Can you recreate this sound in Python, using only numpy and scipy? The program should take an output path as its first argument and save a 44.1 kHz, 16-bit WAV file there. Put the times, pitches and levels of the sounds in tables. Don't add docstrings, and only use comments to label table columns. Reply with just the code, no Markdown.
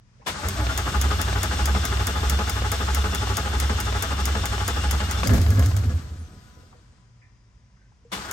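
import sys
import numpy as np
from scipy import signal
from scipy.fft import rfft, irfft
from scipy.io import wavfile
from scipy.ndimage import uniform_filter1d

SR = 44100
rng = np.random.default_rng(int(sys.argv[2]) if len(sys.argv) > 2 else 0)


def store_wav(level_fs):
    pcm = np.round(np.clip(np.atleast_2d(level_fs), -1, 1) * 32767)
    wavfile.write(sys.argv[1], SR, pcm.T.astype(np.int16))


N = 366912
TIME = np.arange(N) / SR
FREQ = np.maximum(np.arange(N // 2 + 1) * SR / N, 1.)

# (time [s], angle [engine cycles of two turns])
CRANK = [
    [(.346, -.854), (.438, -.723), (.593, -.589), (.694, -.469), (.778, -.349), (1.0142, 0), (1.6559, 1),
     (2.297, 2), (2.9467, 3), (3.6003, 4), (4.2542, 5), (4.9096, 6), (5.23, 6.49)],
    [(8.166, .146), (8.238, .277), (8.32, .33)],
]
# (time [s], level [dB])
MESH = [(.3, -79), (.7, -43.5), (5.2, -43.5), (5.3, -58)]
# (time [s], level [dB])
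TICKS = [(0.4852, -15.5), (0.7759, -14.5), (1.0134, -13), (1.2145, -14), (1.431, -13), (1.6566, -13),
         (1.8521, -15), (2.0691, -13.5), (2.297, -12), (2.4956, -15), (2.717, -13.5), (2.947, -13.5),
         (3.1476, -15.5), (3.3691, -13.5), (3.6, -13.5), (3.802, -16), (4.0237, -13.5), (4.2544, -14),
         (4.4556, -15.5), (4.6787, -13.5), (4.9103, -13.5), (5.1107, -17), (5.2724, -14), (5.3353, -22.5),
         (5.3794, -27), (5.4152, -24), (5.504, -21), (5.594, -21), (5.66, -21.5), (5.7653, -22),
         (8.3114, -18.5)]
# (time [s], level [dB])
CLACKS = [(0.667, -20.5), (1.1112, -19.5), (1.328, -22.5), (1.749, -21), (1.9718, -21), (2.39, -20.5),
          (2.62, -22), (3.0422, -22.5), (3.2715, -22), (3.697, -19), (3.9255, -22), (4.352, -22.5),
          (4.58, -23), (5.0038, -21.5), (5.2327, -17.5), (5.294, -19.5), (5.3798, -24), (5.464, -23.5),
          (5.507, -33), (5.573, -29.5), (5.596, -27), (5.625, -27), (5.661, -34), (5.7136, -29),
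          (5.7674, -32), (5.837, -33.5)]


def undb(db):
    return 10 ** (np.asarray(db) / 20)


def unit(x):
    return x / np.sqrt(np.mean(x ** 2))


def over_hz(table):
    hz, value = np.transpose(table)
    return np.interp(np.log(FREQ), np.log(np.maximum(hz, 1.)), value)


def coloured(spectrum):
    return unit(irfft(rfft(rng.standard_normal(N)) * undb(over_hz(spectrum)), N))


def ring(x, modes):
    gain = sum(undb(db) / np.sqrt(width) / (1 + 1j * (FREQ / hz - hz / FREQ) * hz / width)
               for hz, width, db in modes)
    return irfft(rfft(x) * gain / np.sqrt(np.mean(np.abs(gain) ** 2)), N)


def bursts(times, peaks_db, rise_s, fall_s):
    starts = np.zeros(N)
    np.add.at(starts, np.minimum(np.asarray(times) * SR, N - 1).astype(int), undb(peaks_db))
    t = TIME[:SR // 2]
    shape = (1 - np.exp(-t / rise_s)) ** 2 * np.exp(-t / fall_s)
    return signal.fftconvolve(starts, shape / shape.max())[:N]


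def pushes(times, db):
    lead_s, rise_s, sag_s = 0.0033, .005, .05
    push_s, release_s = 0.04, 0.0045
    starts = np.zeros(N)
    np.add.at(starts, np.minimum((times - lead_s) * SR, N - 1).astype(int), undb(db))
    t = TIME[:SR // 10]
    shape = (1 - np.exp(-t / rise_s)) ** 2 * np.exp(-t / sag_s)
    shape /= 1 + np.exp((t - push_s) / release_s)
    return signal.fftconvolve(starts, 0.98 * shape / shape.max())[:N]


def curve_gain(s, db):
    return undb(np.interp(TIME, s, db, left=-150, right=-150))


def flicker(rate, depth_db):
    k = int(SR / rate)
    steps = np.repeat(rng.standard_normal(N // k + 1), k)
    return undb(depth_db * uniform_filter1d(steps, k)[:N])


def tone(table, multiple=1):
    s, hz, db = np.transpose(table)
    phase = 2 * np.pi * multiple * np.cumsum(np.interp(TIME, s, hz)) / SR
    return np.sqrt(2) * curve_gain(s, db) * np.sin(phase)


def running(column):
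    # (time [s], gear whirr [dB], air hiss [dB], exhaust rumble [dB], top sizzle [dB])
    attempts = [
        [(0.25, -62, -62, -64, -95), (0.32, -43, -38.5, -48, -86), (0.4, -34, -38.5, -47.5, -55),
         (0.76, -33.5, -38, -40.5, -50.5), (1.1, -32.5, -37, -41.5, -50), (5.17, -34.5, -38.5, -42, -53),
         (5.23, -39, -39, -37, -50), (5.316, -35.5, -44, -21.5, -44), (5.36, -36, -39, -25.5, -41),
         (5.39, -43, -40, -27, -49), (5.468, -43, -42.5, -38, -49), (5.644, -41, -43, -33.5, -49.5),
         (6.004, -51, -51, -42, -63.5), (6.204, -59.5, -59, -50.5, -72), (6.6, -63.5, -62, -56, -75),
         (7.0, -69.5, -70, -66.5, -99), (7.35, -81.5, -89.5, -80, -110)],
        [(8.1, -67, -74, -78.5, -103), (8.168, -41, -40, -45, -59), (8.288, -37.5, -43.5, -50, -56),
         (8.32, -36, -47, -51, -68)],
    ]
    return sum(curve_gain(np.array(t)[:, 0], np.array(t)[:, column]) for t in attempts)


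def cycle():
    return np.interp(TIME, *np.transpose(CRANK[0])) % 1


def strokes():
    # (place in the cycle [0-1], gear surge [dB], then level of each body mode [dB])
    cylinders = [(.031, -26, -38, -44, -46, -41, -52, -44, -33, -46, -38, -44, -40, -44, -39, -42),
                 (.146, -24, -29, -45, -44, -32, -38, -42, -31, -38, -32, -41, -37, -40, -46, -50),
                 (.277, -27, -38, -48, -41, -49, -50, -44, -33, -48, -37, -43, -41, -37, -44, -43),
                 (.409, -29, -42, -56, -34, -45, -54, -50, -32, -45, -36, -43, -38, -45, -43, -49),
                 (.531, -28, -40, -52, -35, -46, -54, -54, -30, -37, -46, -39, -43, -44, -43, -45),
                 (.651, -24, -39, -47, -44, -35, -40, -34, -32, -44, -36, -38, -41, -46, -38, -46),
                 (.776, -27, -38, -41, -44, -44, -39, -54, -33, -42, -35, -41, -38, -45, -41, -47),
                 (.892, -29, -33, -49, -40, -37, -56, -58, -29, -44, -34, -45, -37, -46, -39, -49)]
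    # (time [s], gear surge [dB], body [dB])
    effort = [(.35, -19, -14), (0.502, -23, -10), (.72, -5, -13), (.8, -2, 1), (1.3, -1, -0.6),
              (2.5, -7, 0.7), (5.2, -0.5, -1.5), (8.169, -23, -11), (8.241, -15, -9)]
    # (time [s], gear surge [dB], body [dB])
    firings = [(5.232, -15, -33), (5.296, -18.5, -19.5), (5.332, -17.5, -21.5), (5.38, -38.5, -31.5),
               (5.4137, -28, -32), (5.464, -40, -29.5), (5.5072, -51, -25), (5.575, -32, -22.5),
               (5.624, -24, -35.5), (5.661, -48, -44), (5.7127, -55, -48), (5.7677, -36, -43),
               (5.8362, -41, -38), (5.8933, -37, -31), (5.9764, -37, -44), (6.1993, -54, -44)]
    fired_db = [-3.5, -3.5, -13.5, -21.5, -13.5, -16, -33, -18, -22, -22, -20, -23.5, -13, -21]
    rows = [(s, surge_db, *(body_db + np.array(fired_db))) for s, surge_db, body_db in firings]
    when, surge_effort, body_effort = np.transpose(effort)
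    for s, angle in map(np.transpose, CRANK):
        for turn in range(int(np.floor(angle[0])), int(angle[-1]) + 1):
            for place, surge_db, *modes_db in cylinders:
                if angle[0] - .02 < turn + place < angle[-1]:
                    t = np.interp(turn + place, angle, s)
                    surge = surge_db + np.interp(t, when, surge_effort)
                    modes = np.array(modes_db) + np.interp(t, when, body_effort)
                    rows.append((t, surge, *modes))
    return np.transpose(sorted(rows))


def garage():
    # (frequency [Hz], level [dB])
    room_spectrum = [(13, -47), (30, -31.5), (46, -3.5), (91, -10), (122, -3.5), (151, -23.5), (181, -14),
                     (315, -30), (906, -34.5), (980, -28.5), (1180, -34.5), (1900, -34.5), (2600, -38),
                     (4200, -43.5), (5890, -38.5), (9300, -53.5), (12000, -70), (15600, -85.5),
                     (22000, -120)]
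    # (time [s], level [dB])
    room_level = [(0, 1), (.25, 7), (6.5, 0), (7.2, 1.5), (7.5, 1.2), (8.32, 1.5)]
    # (time [s], level [dB])
    whine_level = [(5.899, -65), (6.2, -69), (6.62, -65), (6.7, -73), (7.7, -77), (7.85, -93), (8.1, -94)]
    # (multiple of the base note, level [dB])
    overtones = [(5, -81), (6, -89), (7, -86)]
    # (time [s], level [dB])
    overtone_level = [(0, -3), (7.3, 0), (8.1, -7), (8.32, -7)]
    hum_hz, whine_hz = 118.7, 1000.4
    hum = undb(-59) * np.sin(2 * np.pi * hum_hz * TIME) * flicker(13, 3.0)
    whine = np.sin(2 * np.pi * whine_hz * TIME) + .4 * np.sin(4 * np.pi * whine_hz * TIME)
    whine *= curve_gain(*np.transpose(whine_level)) * flicker(20, 2.5)
    tops = sum(undb(db) * np.sin(2 * np.pi * k * whine_hz * TIME) * flicker(20, 3.0) for k, db in overtones)
    tops *= curve_gain(*np.transpose(overtone_level))
    room = undb(-57) * curve_gain(*np.transpose(room_level)) * coloured(room_spectrum) * flicker(2.4, 1.1)
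    return room + hum + whine + tops


def knocks():
    # (time [s], level [dB], pitch [Hz], t60 [s], upper modes [dB])
    knock_table = [(.198, -46, 450, .12, -4), (.212, -56, 1700, .05, -2), (.220, -46, 800, .09, 0),
                   (.220, -50, 1900, .05, -1), (5.268, -21, 250, .12, -5), (5.264, -24, 540, .12, -4),
                   (5.296, -26, 500, .12, -3), (5.578, -28, 230, .1, -4), (5.570, -31, 1120, .07, -4),
                   (5.602, -35, 1000, .07, -2), (6.200, -42, 280, .15, -10), (6.570, -45, 477, .15, -15),
                   (6.634, -50, 500, .12, -12), (6.727, -43, 730, .1, -6), (6.727, -49, 1000, .08, -1),
                   (6.727, -58, 1900, .08, -1), (6.745, -49, 480, .2, -14), (7.218, -54, 1780, .22, 0),
                   (7.225, -59, 1810, .6, -5), (7.770, -62, 1100, .1, -1), (7.770, -63, 1550, .15, -1),
                   (7.815, -62, 1550, .3, -3), (7.921, -56, 750, .08, -3), (7.921, -61, 1200, .08, -2),
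                   (8.052, -48, 474, .15, -14), (8.050, -62, 7500, .08, -30)]
    knock_modes = [(1, .05), (1.14, .07), (1.32, .1)]
    out, t = np.zeros(N + SR), TIME[:SR // 2]
    for s, db, hz, t60, upper_db in knock_table:
        blow = undb(db - 6) * (1 - np.exp(-t / .0015)) ** 2 * np.exp(-t * np.log(1000) / t60)
        start = int((s - .003) * SR)
        for k, (share, width) in enumerate(knock_modes):
            peak = signal.iirpeak(share * hz, share / width, fs=SR)
            once = signal.lfilter(*peak, rng.standard_normal(SR))
            noise = signal.lfilter(*peak, once)[SR // 2:]
            out[start:start + len(t)] += blow * unit(noise) * undb(upper_db * (k > 0))
    return out[:N]


def starter():
    # (frequency [Hz], level [dB])
    gear_spectrum = [(88, -31.5), (150, -13), (203, -6.5), (310, -6.5), (420, -8), (560, -11), (760, -5.5),
                     (835, -7), (930, -8.5), (1060, -6), (1200, -2.5), (1500, -4), (2440, -17.5),
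                     (3490, -17), (4000, -39.5), (5200, -47.5), (8800, -120)]
    # (frequency [Hz], width [Hz], level [dB])
    gear_modes = [(3513, 69, 10.5), (2856, 33, -6), (3110, 63, -6.5), (4055, 35, -7), (3780, 32, -3.5),
                  (1550, 27, -5), (2200, 50, -12.5), (3500, 120, -23.5), (2675, 60, -5), (5300, 97, 2.5),
                  (5470, 53, 0.5)]
    slack_db, slack_until_s = -7, 5.1
    s, surge_db = strokes()[:2]
    loaded = np.clip(pushes(s - .004, 0 * s), 0, 1)
    slack = undb(slack_db * (0.5 - loaded) * (TIME < slack_until_s))
    surge = pushes(s + 0.0009, surge_db - 25)
    take_up = bursts(s - .001, surge_db - 17.5, 0.00087, 0.0034)
    teeth = coloured(gear_spectrum) * flicker(120, 1.2) * (running(column=1) * slack + surge + take_up)
    whirr = ring(rng.standard_normal(N), gear_modes) * curve_gain(*np.transpose(MESH))
    return teeth + whirr * flicker(30, 3.5) * undb(1.1 * loaded - 1.1)


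def intake():
    # (frequency [Hz], level [dB])
    hiss_spectrum = [(900, -29), (1500, -4), (4000, -5.5), (7000, -7.5), (9000, -10), (11000, -49.5)]
    s, surge_db = strokes()[:2]
    return coloured(hiss_spectrum) * flicker(60, 1.56) * (running(column=2) + pushes(s, surge_db - 22))


def sizzle():
    # (frequency [Hz], level [dB])
    sizzle_spectrum = [(7000, -29), (9000, -31), (11800, 16.5), (13500, -7.5), (16000, 2.5), (17000, -41.5)]
    return coloured(sizzle_spectrum) * flicker(40, 1.3) * running(column=4)


def whines():
    # (frequency [Hz], level [dB])
    tooth_lines = [(2820, 3), (3080, 0), (3280, -16.5), (3400, -8), (3530, -1), (3770, -9), (4190, -10.5)]
    load_sag = 0.018
    s = strokes()[0]
    speed = 1 - load_sag * uniform_filter1d(np.clip(pushes(s, 0 * s), 0, 1), SR // 40)
    lines = np.zeros(N)
    for hz, db in tooth_lines:
        phase = 2 * np.pi * np.cumsum(hz * speed * flicker(60, .12)) / SR
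        lines += undb(db) * np.sin(phase) * flicker(40, 3.5)
    return undb(-4) * curve_gain(*np.transpose(MESH)) * lines


def rumble():
    # (frequency [Hz], level [dB])
    rumble_spectrum = [(15, -55), (36, -11), (48, -5.5), (87, -2.5), (110, -6.5), (136, -9), (255, -16.5),
                       (350, -21), (677, -27.5), (900, -33), (1170, -60), (1980, -120)]
    swing_db, loudest_place = 2, 0.043
    swell = undb(swing_db * np.cos(2 * np.pi * (cycle() - loudest_place)))
    return undb(7.5) * coloured(rumble_spectrum) * running(column=3) * swell * flicker(25, 1.9)


def slam():
    # (time [s], level [dB])
    engage = [(0.274, -16.5), (8.129, -19.5)]
    # (frequency [Hz], level [dB])
    slam_spectrum = [(88, -34), (150, -1), (759, -2.5), (979, 0), (2360, -5), (2600, -6.5), (8560, -15),
                     (12200, -19.5), (14000, -23), (16000, -31.5)]
    # (frequency [Hz], width [Hz], level [dB])
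    slam_modes = [(1000, 50, 6), (2190, 54, -1), (2900, 99, 4), (3470, 42, 5)]
    s, db = np.transpose(engage)
    noise = coloured(slam_spectrum) + 0.56 * ring(rng.standard_normal(N), slam_modes)
    return noise * bursts(s - .015, db - 9, 0.013, 0.025)


def groans():
    # (middle [s], start [Hz], end [Hz], level [dB], length [s])
    groan_table = [(0.309, 210, 201, -42, .08), (.40, 860, 840, -38, .04), (0.421, 575, 594, -43, 0.074),
                   (0.432, 295, 284, -42, 0.046), (.45, 838, 834, -37, .06), (.465, 464, 450, -40, .05),
                   (0.486, 656, 623, -41.5, .04), (0.503, 400, 385, -40, 0.093),
                   (.50, 192, 207, -38, 0.091), (0.577, 683, 670, -38, 0.04), (0.593, 617, 600, -39, 0.046),
                   (0.614, 319, 297, -36.5, 0.085), (.625, 847, 840, -34.5, 0.049),
                   (0.634, 560, 575, -41, 0.046), (0.651, 665, 687, -39, .06), (.67, 520, 520, -46, 0.037),
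                   (0.702, 289, 284, -42.5, 0.13), (0.707, 1398, 1410, -31, 0.047),
                   (0.716, 650, 647, -40, 0.057), (5.273, 4930, 4800, -34.5, 0.018),
                   (5.318, 247.5, 254, -25, 0.071), (5.324, 663, 690, -41.5, 0.049),
                   (5.4, 261, 252, -33, 0.062), (5.452, 697, 670, -40.5, 0.05),
                   (5.468, 254, 243, -35.5, 0.039), (5.52, 460, 440, -41, 0.052),
                   (5.602, 253, 261, -29.5, 0.059), (5.613, 1060, 1066, -40, 0.064),
                   (5.625, 709, 700, -40, .06), (5.674, 284, 280, -37, .09), (5.716, 1040, 1024, -43, .04),
                   (5.861, 247, 245, -36, 0.043), (5.976, 260, 263, -43, 0.034)]
    out = np.zeros(N)
    for s, hz, end_hz, db, length in groan_table:
        u = np.linspace(0, 1, int(length * SR))
        start = int((s - length / 2) * SR)
        slide = np.sin(2 * np.pi * np.cumsum(hz + (end_hz - hz) * u) / SR)
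        out[start:start + len(u)] += undb(db) * np.sqrt(2) * np.sin(np.pi * u) * slide
    return out * flicker(70, 0.84)


def booms():
    # (middle [s], note [Hz], level [dB], length [s])
    boom_table = [(.33, 92, -45, 0.11), (0.465, 70.5, -22.5, 0.047), (0.522, 90, -31.5, 0.14),
                  (0.642, 62.5, -23, 0.21), (0.616, 99, -26, 0.077), (0.694, 104, -28.5, 0.08),
                  (0.771, 63, -23.5, 0.057), (0.846, 64.5, -25, 0.12), (0.806, 92, -26, 0.054),
                  (5.299, 101, -16.5, 0.089), (5.348, 75.3, -20, 0.11), (5.411, 87.5, -16, 0.064),
                  (5.49, 76.3, -15.5, 0.12), (5.514, 99, -19, 0.15), (5.589, 99, -15, 0.078),
                  (5.625, 76.7, -16.5, 0.14), (5.682, 99.5, -15, 0.061), (5.744, 78.8, -24, 0.099),
                  (5.78, 99, -18.5, 0.11), (5.868, 77.3, -22, 0.16), (5.87, 97, -18.5, 0.072),
                  (5.959, 82, -18.5, 0.059), (6.04, 80, -34, 0.072), (6.126, 78, -30.5, 0.093),
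                  (6.216, 81, -32.5, 0.11)]
    out = np.zeros(N)
    for s, hz, db, length in boom_table:
        swell = np.cos(np.pi * np.clip((TIME - s) / length, -.5, .5))
        out += np.sqrt(2) * undb(db) * swell * np.sin(2 * np.pi * hz * TIME)
    return out


def singing(s, hz, scatter, db):
    stroke = np.clip(np.searchsorted(s, TIME + 0.0094) - 1, 0, None)
    sag = 1 - .3 * np.clip(TIME - s[stroke], 0, .08)
    detune = 1 + scatter * rng.standard_normal(len(s))[stroke]
    phase = 2 * np.pi * np.cumsum(hz * sag * detune) / SR
    return np.sin(phase) * pushes(s + 0.0024, db) * flicker(60, 1.07)


def body():
    body_hz = [205, 256, 406, 436, 522, 666, 845, 1150, 1246, 1325, 1428, 1525, 1685, 2045]
    body_scatter = [.035, .04, .015, .015, .04, .025, .006, .006, .005, .008, .008, .01, .008, .003]
    stroke_scatter_db = 1.5
    s, _, *modes_db = strokes()
    out = np.zeros(N)
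    for hz, scatter, db in zip(body_hz, body_scatter, modes_db):
        out += singing(s, hz, scatter, db + stroke_scatter_db * rng.standard_normal(len(s)))
    return out


def injectors():
    # (frequency [Hz], width [Hz], level [dB])
    tick_modes = [(6460, 350, 2.5), (5100, 350, -2), (5710, 540, -0.5), (11240, 370, -0.5),
                  (7980, 570, -5.5), (14100, 1800, -24), (3290, 450, -4), (1616, 1060, 5.5)]
    s, db = np.transpose(TICKS)
    lift = bursts(s - .0005, db - 13, 0.0009, 0.0024)
    seat = bursts(s + 0.0072, db - 20.0, 0.00054, 0.0021)
    smear = bursts(s, db - 22.5, 0.0018, 0.023)
    hiss = ring(rng.standard_normal(N) * (lift + seat + smear), tick_modes)
    return hiss * (TIME > s[0] - .01)


def needles():
    # (frequency [Hz], level [dB], t60 [s])
    needle_modes = [(1350, -5, .03), (2150, -1, .022), (3300, -9, .022), (3680, -12, .022),
                    (4350, -14, .015), (4900, -6, .017), (5690, -9, .018), (6810, 2.5, .011),
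                    (7650, -12, .015), (8300, -11, .015), (8850, -13, .018), (9380, -13, .018),
                    (11100, -4, .014), (11680, -6, .017), (12720, -10, .017), (14700, -14, .018),
                    (15600, -13, .018)]
    rise_cycles = 5.9
    s, db = np.transpose(TICKS)
    hits, t = np.zeros(N), TIME[:SR // 20]
    hits[((s - .0006) * SR).astype(int)] = undb(db - 2)
    shape = np.zeros(len(t))
    for hz, share_db, t60 in needle_modes:
        envelope = (1 - np.exp(-t * hz / rise_cycles)) ** 2 * np.exp(-t * np.log(1000) / t60)
        shape += undb(share_db) * envelope * np.sin(2 * np.pi * hz * t)
    return signal.fftconvolve(hits, shape / np.abs(shape).max())[:N]


def valves():
    # (frequency [Hz], level [dB])
    clack_spectrum = [(300, 2.5), (600, 13.5), (1500, 3), (2500, 3), (6000, -9.5), (9000, -36.5)]
    s, db = np.transpose(CLACKS)
    return coloured(clack_spectrum) * bursts(s - .0007, db - 3, .0003, .005)


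def blows():
    # (frequency [Hz], width [Hz], level [dB])
    clack_modes = [(640, 300, -6), (1400, 450, 4), (2500, 500, -1), (3060, 290, -4.5)]
    s, db = np.transpose(CLACKS)
    hits = np.zeros(N)
    hits[(s * SR).astype(int)] = undb(db + 0.5)
    return ring(hits, clack_modes)


def pipe(table):
    # (time [s], level [dB])
    steady = [(.88, -24), (.97, -1), (2., 0.5), (3., -1.1), (5.22, -1.5), (5.3, -26)]
    place, hz, db = np.transpose(table)
    hz, db = (np.interp(cycle(), place, v, period=1) for v in (hz, db))
    level = np.sqrt(2) * undb(db) * curve_gain(*np.transpose(steady)) * flicker(17, 1)
    return level * np.sin(2 * np.pi * np.cumsum(hz) / SR)


def coasting():
    # (time [s], pitch [Hz], upper whistle [dB], lower whistle [dB])
    coast = [(5.9, 13600, -99, -80), (5.97, 12600, -99, -70), (6.07, 11100, -99, -80),
             (6.15, 10200, -90, -72), (6.2, 9700, -74, -71), (6.36, 7900, -75, -73), (6.44, 6900, -86, -78),
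             (6.5, 6200, -76, -88), (6.62, 5300, -79, -95), (6.8, 4100, -94, -99), (6.9, 3500, -99, -99)]
    # (time [s], pitch [Hz], level [dB])
    low_line = [(5.95, 1480, -80), (6.1, 1470, -68), (6.65, 1455, -69), (6.8, 1420, -90)]
    # (share of pitch, level [dB])
    low_shares = [(1, -3), (.86, -5), (.5, -4)]
    partner = .675
    rows = np.array(coast)
    upper = tone(rows[:, :3]) * flicker(40, 4)
    lower = tone(rows[:, [0, 1, 3]], partner) * flicker(40, 4)
    falling = (upper + lower) * flicker(400, 6) / 1.1
    thin = sum(undb(db) * tone(low_line, share) * flicker(25, 3.5) * flicker(150, 2.4)
               for share, db in low_shares)
    return falling + thin


def ports(shared, scattered):
    # (frequency [Hz], likeness [0-1])
    likeness = [(30, .96), (120, .93), (250, .9), (500, .55), (1000, .25), (2200, .3), (4000, .08),
                (8000, .6), (13000, .75)]
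    # (frequency [Hz], left minus right [dB])
    balance = [(60, -.8), (250, -.3), (500, 1), (700, 1), (1290, 6.5), (2380, -1.5), (3600, 6), (4400, 9),
               (5400, 8), (8120, .5), (15000, .2)]
    # (frequency [Hz], lead [radians])
    phase_lead = [(60, .1), (150, .05), (690, 0.3), (1400, 1.47), (3500, 1.06), (6700, 0.99), (12000, 1.6)]
    alike = np.clip(over_hz(likeness), 0, 1)
    a = rfft(shared) * np.sqrt((1 + alike) / 2)
    b = rfft(scattered) * np.sqrt((1 - alike) / 2)
    tilt = undb(over_hz(balance) / 2) * np.exp(.5j * over_hz(phase_lead))
    return np.array([irfft((a + b) * tilt, N), irfft((a - b) / tilt, N)])


def noises():
    engine = starter() + intake() + sizzle() + whines() + rumble() + slam()
    return garage() + knocks() + engine + injectors() + valves() + coasting()


def scene():
    # (place in the cycle [0-1], note [Hz], level [dB])
    low_pipe = [(0, 68.37, -24.5), (.07, 69.66, -18), (.2, 66.6, -26), (.28, 69.2, -25.5),
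                (.32, 69.15, -39), (.37, 65.96, -22.5), (.42, 62.16, -28.5), (.48, 62.9, -25),
                (.59, 62.74, -24.5), (.645, 62.87, -44), (.7, 68, -26), (.74, 66.46, -30), (.8, 68.7, -26),
                (.9, 68.7, -27.5), (.96, 65.3, -17.5)]
    high_pipe = [(0, 87.7, -43.5), (.08, 89.65, -40), (.12, 87.5, -42.5), (.17, 86.52, -27.5),
                 (.27, 86.3, -28), (.35, 87.22, -39), (.41, 98.8, -24.5), (.445, 102.9, -36.5),
                 (.475, 101.7, -26.5), (.51, 100.8, -35.5), (.555, 95.96, -22.5), (.61, 94.1, -30),
                 (.65, 94, -26), (.72, 87.4, -39), (.79, 88.2, -33.5), (.86, 87, -30), (.93, 87.7, -43),
                 (.97, 88.8, -40.5)]
    notes = groans() + booms() + body() + needles() + blows() + pipe(low_pipe) + pipe(high_pipe)
    shared, scattered = noises(), noises()
    return ports(shared + notes, scattered)


def record(dry):
    top_hz = 16800
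    low_pass = signal.ellip(8, .2, 70, top_hz, fs=SR, output="sos")
    return signal.sosfilt(low_pass, np.tanh(1.5 * dry) / 1.5)


dry = scene()
out = record(dry)
store_wav(out)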